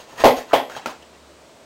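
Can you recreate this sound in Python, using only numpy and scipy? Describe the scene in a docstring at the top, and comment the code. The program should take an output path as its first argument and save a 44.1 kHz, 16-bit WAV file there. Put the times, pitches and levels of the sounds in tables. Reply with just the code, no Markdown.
"""A hard plastic part knocks twice on a cardboard box, scraping as it is let down into it.
Each blow thumps the desk, rings the box, rattles the parts and leans on a small microphone's limiter.
Fingers brush and tick over the parts, then a plastic magazine is picked up with a dry click.
The scrapes are showers of tiny slips; behind it all sit the air of a small room and a brief low hum."""
import sys
import numpy as np
from scipy import signal
from scipy.fft import rfft, irfft, next_fast_len
from scipy.io import wavfile
from scipy.ndimage import uniform_filter1d, minimum_filter1d

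SR = 44100
rng = np.random.default_rng(int(sys.argv[2]) if len(sys.argv) > 2 else 0)


def wav_record(signal):
    """Record a signal, one row per channel, as 16-bit PCM in the file named by sys.argv[1]."""
    frames = np.transpose(np.atleast_2d(signal))
    bounded = np.clip(frames, -1, 1)
    # unit amplitude maps onto the largest positive 16-bit level
    quanta = np.round(bounded * 32767).astype(np.int16)
    wavfile.write(sys.argv[1], SR, quanta)


N = 72765
T = np.arange(N) / SR
SIZE = 2 * next_fast_len(N)
HZ = np.fft.rfftfreq(SIZE, 1 / SR)

# The small room's tail. Each row: frequency in Hz, seconds to fall 60 dB.
ROOM_DECAY = [(50, 0.1), (250, 0.27), (700, 0.3), (1400, 0.24), (2200, 0.27), (3500, 0.26), (7000, 0.25),
              (15000, 0.17)]
# Colour of the room tone. Each row: frequency in Hz, relative level in dB.
AIR_COLOUR = [(25, -46), (60, -10), (110, -8.5), (250, -2.5), (400, -0.5), (500, -1), (660, 0.5),
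              (760, -5.5), (950, -5.5), (1800, -13), (4000, -15), (7800, -20), (9500, -24.5),
              (10500, -33.5), (15800, -32)]
# Swell of the low hum. Each row: time in seconds, level in dB.
HUM_FADER = [(0.8, -97), (1.0, -61), (1.14, -61.5), (1.27, -57.5), (1.4, -61), (1.52, -75)]
# Swell of the plastic's squeak. Each row: time in seconds, level in dB.
SQUEAK_FADER = [(0.17, -68), (0.187, -32), (0.2, -36), (0.235, -39), (0.26, -80)]
# Plastic and fingers sliding on cardboard. Each row: start, rise, hold and release in seconds,
# level in dB, resonance in Hz, resonance level in dB.
STROKES = [(-0.02, 0.0086, 0.0096, 0.065, -38, 710, -76), (0.045, 0.046, 0.044, .05, -47.5, 836, -54),
           (0.138, 0.068, 0.0087, 0.053, -28, 1240, -37.5), (0.345, 0.023, 0.014, 0.055, -31.5, 1960, -70),
           (0.446, 0.049, 0.022, .02, -44, 1273, -49), (0.677, 0.024, 0.047, .04, -43.5, 1400, -68),
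           (0.743, 0.022, .015, 0.017, -38.5, 3250, -43.5), (0.798, 0.021, 0.0099, 0.028, -54, 1870, -46),
           (0.885, 0.014, 0.0093, 0.027, -37, 580, -51), (1.016, .005, 0.0065, 0.023, -51, 2920, -55),
           (1.132, 0.0074, .012, 0.018, -64, 2150, -54)]
# Colour of the rubbed surface. Each row: frequency in Hz, relative level in dB.
SCRAPE_COLOUR = [(100, 2), (300, 4.5), (700, 5.5), (1200, 6.5), (1900, 9), (2600, 3), (3500, 1.5),
                 (5000, -1), (7500, -5), (10500, -16), (15500, -14)]
# Light plastic taps, and one low bump of the box as a hand leaves it.
# Each row: start in seconds, level in dB, ring pitch in Hz, ring level in dB.
TAPS = [(0.001, -47, 750, -79), (0.132, -52, 694, -48.5), (0.2023, -34, 626, -33), (0.5113, -63, 1170, -36),
        (0.5203, -70, 1230, -33.5), (0.53, -34, 1450, -32), (0.698, -37.5, 1400, -42),
        (0.72, -42, 1610, -46), (0.75, -56, 1560, -41), (0.7654, -37, 790, -34), (0.8591, -25.5, 1337, -33),
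        (0.871, -34, 260, -37.5), (0.894, -46, 920, -46)]
# Colour of tapped plastic. Each row: frequency in Hz, relative level in dB.
CLICK_COLOUR = [(40, -16), (90, -30), (170, -16), (245, 9.5), (340, -3), (480, 8), (900, 8.5), (1350, 1.5),
                (1850, -5.5), (2350, -2.5), (3000, -5), (5500, -9.5), (9000, -18.5), (11000, -23),
                (15500, -22)]
# Two knocks on the box, each with an early reflection 9 ms later, and one small bounce.
# Each row: start in seconds, then box, thump, rattle and panel levels in dB.
KNOCK_ARRIVALS = [(0.2387, -3.5, -21.5, -26, -2.5), (0.2482, -9.5, -25.5, -21, -11.5),
                  (0.2680, -17, -28.5, -35.5, -17), (0.5341, -11.5, -42.5, -20, -14),
                  (0.5428, -21, -37, -26.5, -17)]
# Colour of the struck box. Each row: frequency in Hz, relative level in dB.
BOX_COLOUR = [(30, -52), (70, -53), (120, -14.5), (190, -26), (250, 1), (340, -8.5), (480, 2), (680, 0.5),
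              (850, -0.5), (1050, -7), (1400, -18.5), (2100, -17.5), (3200, -24.5), (4500, -23.5),
              (7000, -31.5), (10000, -42), (12200, -64), (15500, -38)]
# Low end from the desk. Each row: frequency in Hz, relative level in dB.
THUMP_COLOUR = [(12, -4), (34, -8), (55, -38), (80, -7.5), (108, -7), (150, -1.5), (300, -7), (900, -93)]
# Bite of the shaken plastic. Each row: frequency in Hz, relative level in dB.
RATTLE_COLOUR = [(200, -61), (500, -22), (1200, 5.5), (1600, -2), (1980, 8), (2400, -0.5), (2850, 3),
                 (3200, 3.5), (3500, 5), (3900, -5.5), (5500, -33), (9000, -15), (12000, -40.5),
                 (15000, -14)]
# Thin ring of metal parts. Each row: pitch in Hz, width in Hz, relative level in dB.
METAL_RINGS = [(11350, 380, 0), (12850, 380, 0)]
# Ring of the box and its contents. Each row: pitch in Hz, relative level in dB, seconds to fall 60 dB.
BOX_MODES = [(243, -9, .27), (263, -6, .3), (434, -2, .34), (502, -1, .3), (549, -3, .3), (584, -1, .3),
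             (661, -2, .33), (700, 0, .31), (730, -2, .34), (805, -1, .32), (834, 0, .32), (1057, -6, .33),
             (1993, -18, .42), (2550, -16, .35)]
# Ring of the hard plastic shell. Each row: pitch in Hz, relative level in dB, seconds to fall 60 dB.
SHELL_MODES = [(1992, -5, .33), (2083, -5, .3), (2783, -6, .24), (3068, -3, .2), (3171, -1, .26),
               (3250, -1, .33), (3350, -3, .33), (3456, -3, .3)]

HIT_GAIN = np.sqrt(.02 * SR)  # gives a hit of energy 1 an rms of 1 over 20 ms


def amp(db):
    """Decibels to gain."""
    return 10 ** (np.asarray(db) / 20)


def unit(x):
    """Scale to rms 1."""
    return x / np.sqrt(np.mean(x ** 2) + 1e-20)


def along(points, hz):
    """Read (Hz, value) points on a log axis."""
    f, v = np.transpose(points)
    return np.interp(np.log(hz + 1), np.log(f + 1), v)


def through(x, response):
    """Pass x through an impulse response."""
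    return signal.fftconvolve(x, response)[:N]


def add(out, s, x):
    """Mix x into out from s seconds on."""
    i = max(round(s * SR), 0)
    out[i:] += x[:N - i]


def body(colour):
    """A body's answer to one tap: a minimum-phase impulse response of this colour, energy 1."""
    cepstrum = irfft(along(colour, HZ) * np.log(10) / 20)
    cepstrum[1:SIZE // 2] *= 2
    cepstrum[SIZE // 2 + 1:] = 0
    response = irfft(np.exp(rfft(cepstrum)))[:N]
    return response / np.linalg.norm(response)


def resonance(hz, width_hz):
    """One damped resonance of energy 1."""
    ring = np.diff(np.sin(2 * np.pi * hz * T) * np.exp(-np.pi * width_hz * T), prepend=0)
    ring = signal.lfilter(*signal.butter(1, min(2 * hz, .45 * SR), fs=SR), ring)
    return ring / np.linalg.norm(ring)


def contact_in_room(wet_db, wall_delay_s=.001, build_s=.002, crunch_s=.0032, crossover_hz=1350):
    """One pulse in the lows, a brief crunch on top and a fresh diffuse tail, energy 1 in all."""
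    hz, t, bands = signal.stft(rng.standard_normal(N), SR, nperseg=256)
    bands = bands * amp(-60 * t / along(ROOM_DECAY, hz)[:, None])
    tail = signal.istft(bands, SR, nperseg=256)[1][:N]
    tail *= np.clip((T - wall_delay_s) / build_s, 0, 1)
    crunch = rng.standard_normal(N) * np.exp(-T / crunch_s)
    low, high = (signal.butter(2, crossover_hz, kind, fs=SR) for kind in ("low", "high"))
    direct = signal.lfilter(*low, 1. * (T == 0)) + signal.lfilter(*high, crunch / np.linalg.norm(crunch))
    spectrum = rfft(tail, SIZE)
    tail_colour = np.sqrt(np.abs(uniform_filter1d(np.abs(spectrum) ** 2, size=500)) + 1e-12)
    flat_tail = irfft(spectrum / tail_colour)[:N]
    response = direct + amp(wet_db) * flat_tail
    return response / np.linalg.norm(response)


def room_tone(air_db=-48.5, whine_hz=7770, whine_db=-71, hum_hz=71.5):
    """The bed: steady air with a faint whine, and a low hum that swells and fades."""
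    air = unit(irfft(rfft(rng.standard_normal(SIZE)) * amp(along(AIR_COLOUR, HZ)))[:N])
    whine = unit(through(rng.standard_normal(N), resonance(whine_hz, width_hz=200)))
    hum = unit(np.sin(2 * np.pi * hum_hz * T)) * amp(np.interp(T, *np.transpose(HUM_FADER)))
    return amp(air_db) * air + amp(whine_db) * whine + hum


def squeak():
    """The plastic squeaks faintly as it starts to slide: noise through one narrow resonance."""
    tone = unit(through(rng.standard_normal(N), resonance(hz=1854, width_hz=43)))
    return tone * amp(np.interp(T, *np.transpose(SQUEAK_FADER), left=-120, right=-120))


def scrapes(slips_per_s=5000, spread_db=3):
    """Tiny slips of uneven size under each stroke excite the surface and one resonance of the part."""
    out, surface = np.zeros(N), body(SCRAPE_COLOUR)
    slips = (rng.random(N) < slips_per_s / SR) * rng.choice([-1, 1], N)
    slips = unit(slips * amp(spread_db * rng.standard_normal(N)))
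    for s, rise, hold, release, db, hz, ring_db in STROKES:
        effort = np.interp(T, s + np.cumsum([0, rise, hold, release]), [0, 1, 1, 0]) ** 2
        out += through(slips * effort, amp(db) * surface + amp(ring_db) * resonance(hz, width_hz=600))
    return through(out, contact_in_room(wet_db=-2.5))


def taps():
    """Light plastic taps and a hand's low bump on the box; each rings at the pitch of the spot touched."""
    out, plastic = np.zeros(N), body(CLICK_COLOUR)
    for s, db, hz, ring_db in TAPS:
        tap = amp(db) * plastic + amp(ring_db) * resonance(hz, width_hz=190)
        add(out, s, through(tap, contact_in_room(wet_db=-.5)))
    return HIT_GAIN * out


def ringing(modes, attack_s=.0034):
    """Damped modes that bloom just after a blow and ring out."""
    ring = sum(amp(db - 60 * T / t60) * np.sin(2 * np.pi * hz * T) for hz, db, t60 in modes)
    return ring * (1 - np.exp(-T / attack_s))


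def knocks(box_ring_db=-11.5, shell_ring_db=-13, metal_db=-29, metal_t60_s=.36):
    """Each knock, reflection or bounce carries desk thump, box ring and shaken plastic and metal."""
    out = np.zeros(N)
    box, thump, rattle = body(BOX_COLOUR), body(THUMP_COLOUR), body(RATTLE_COLOUR)
    panel = resonance(hz=630, width_hz=140)  # the struck cardboard wall
    metal = sum(amp(db) * resonance(hz, width) for hz, width, db in METAL_RINGS)
    box_ring, shell_ring = ringing(BOX_MODES), ringing(SHELL_MODES)
    for s, box_db, thump_db, rattle_db, panel_db in KNOCK_ARRIVALS:
        shiver = rng.standard_normal(N) * amp(-60 * T / metal_t60_s)
        burst = (amp(box_db) * through(box, contact_in_room(wet_db=10))
                 + amp(panel_db) * panel
                 + amp(thump_db) * through(thump, contact_in_room(wet_db=-12.5))
                 + amp(rattle_db) * through(rattle, contact_in_room(wet_db=7))
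                 + amp(box_db + metal_db) * through(metal, shiver / np.linalg.norm(shiver)))
        ring = amp(box_db + box_ring_db) * box_ring + amp(rattle_db + shell_ring_db) * shell_ring
        add(out, s, HIT_GAIN * burst + ring)
    return out


def scene():
    """The mono mix at the microphone: knocks up front, handling around them, room tone beneath."""
    return (knocks() + taps() + scrapes() + squeak() + room_tone())[None]


def record(dry):
    """A fast limiter holds down the loudest peaks, then the very top end is cut off."""
    ceiling, hold_s, top_hz = 1, .002, 15900
    hold = round(hold_s * SR)
    needed = np.minimum(1, ceiling / (np.abs(dry) + 1e-9))
    gain = uniform_filter1d(minimum_filter1d(needed, size=hold), size=hold)
    return irfft(rfft(dry * gain, SIZE) * (HZ < top_hz), SIZE)[:, :N]


dry = scene()
out = record(dry)
wav_record(out)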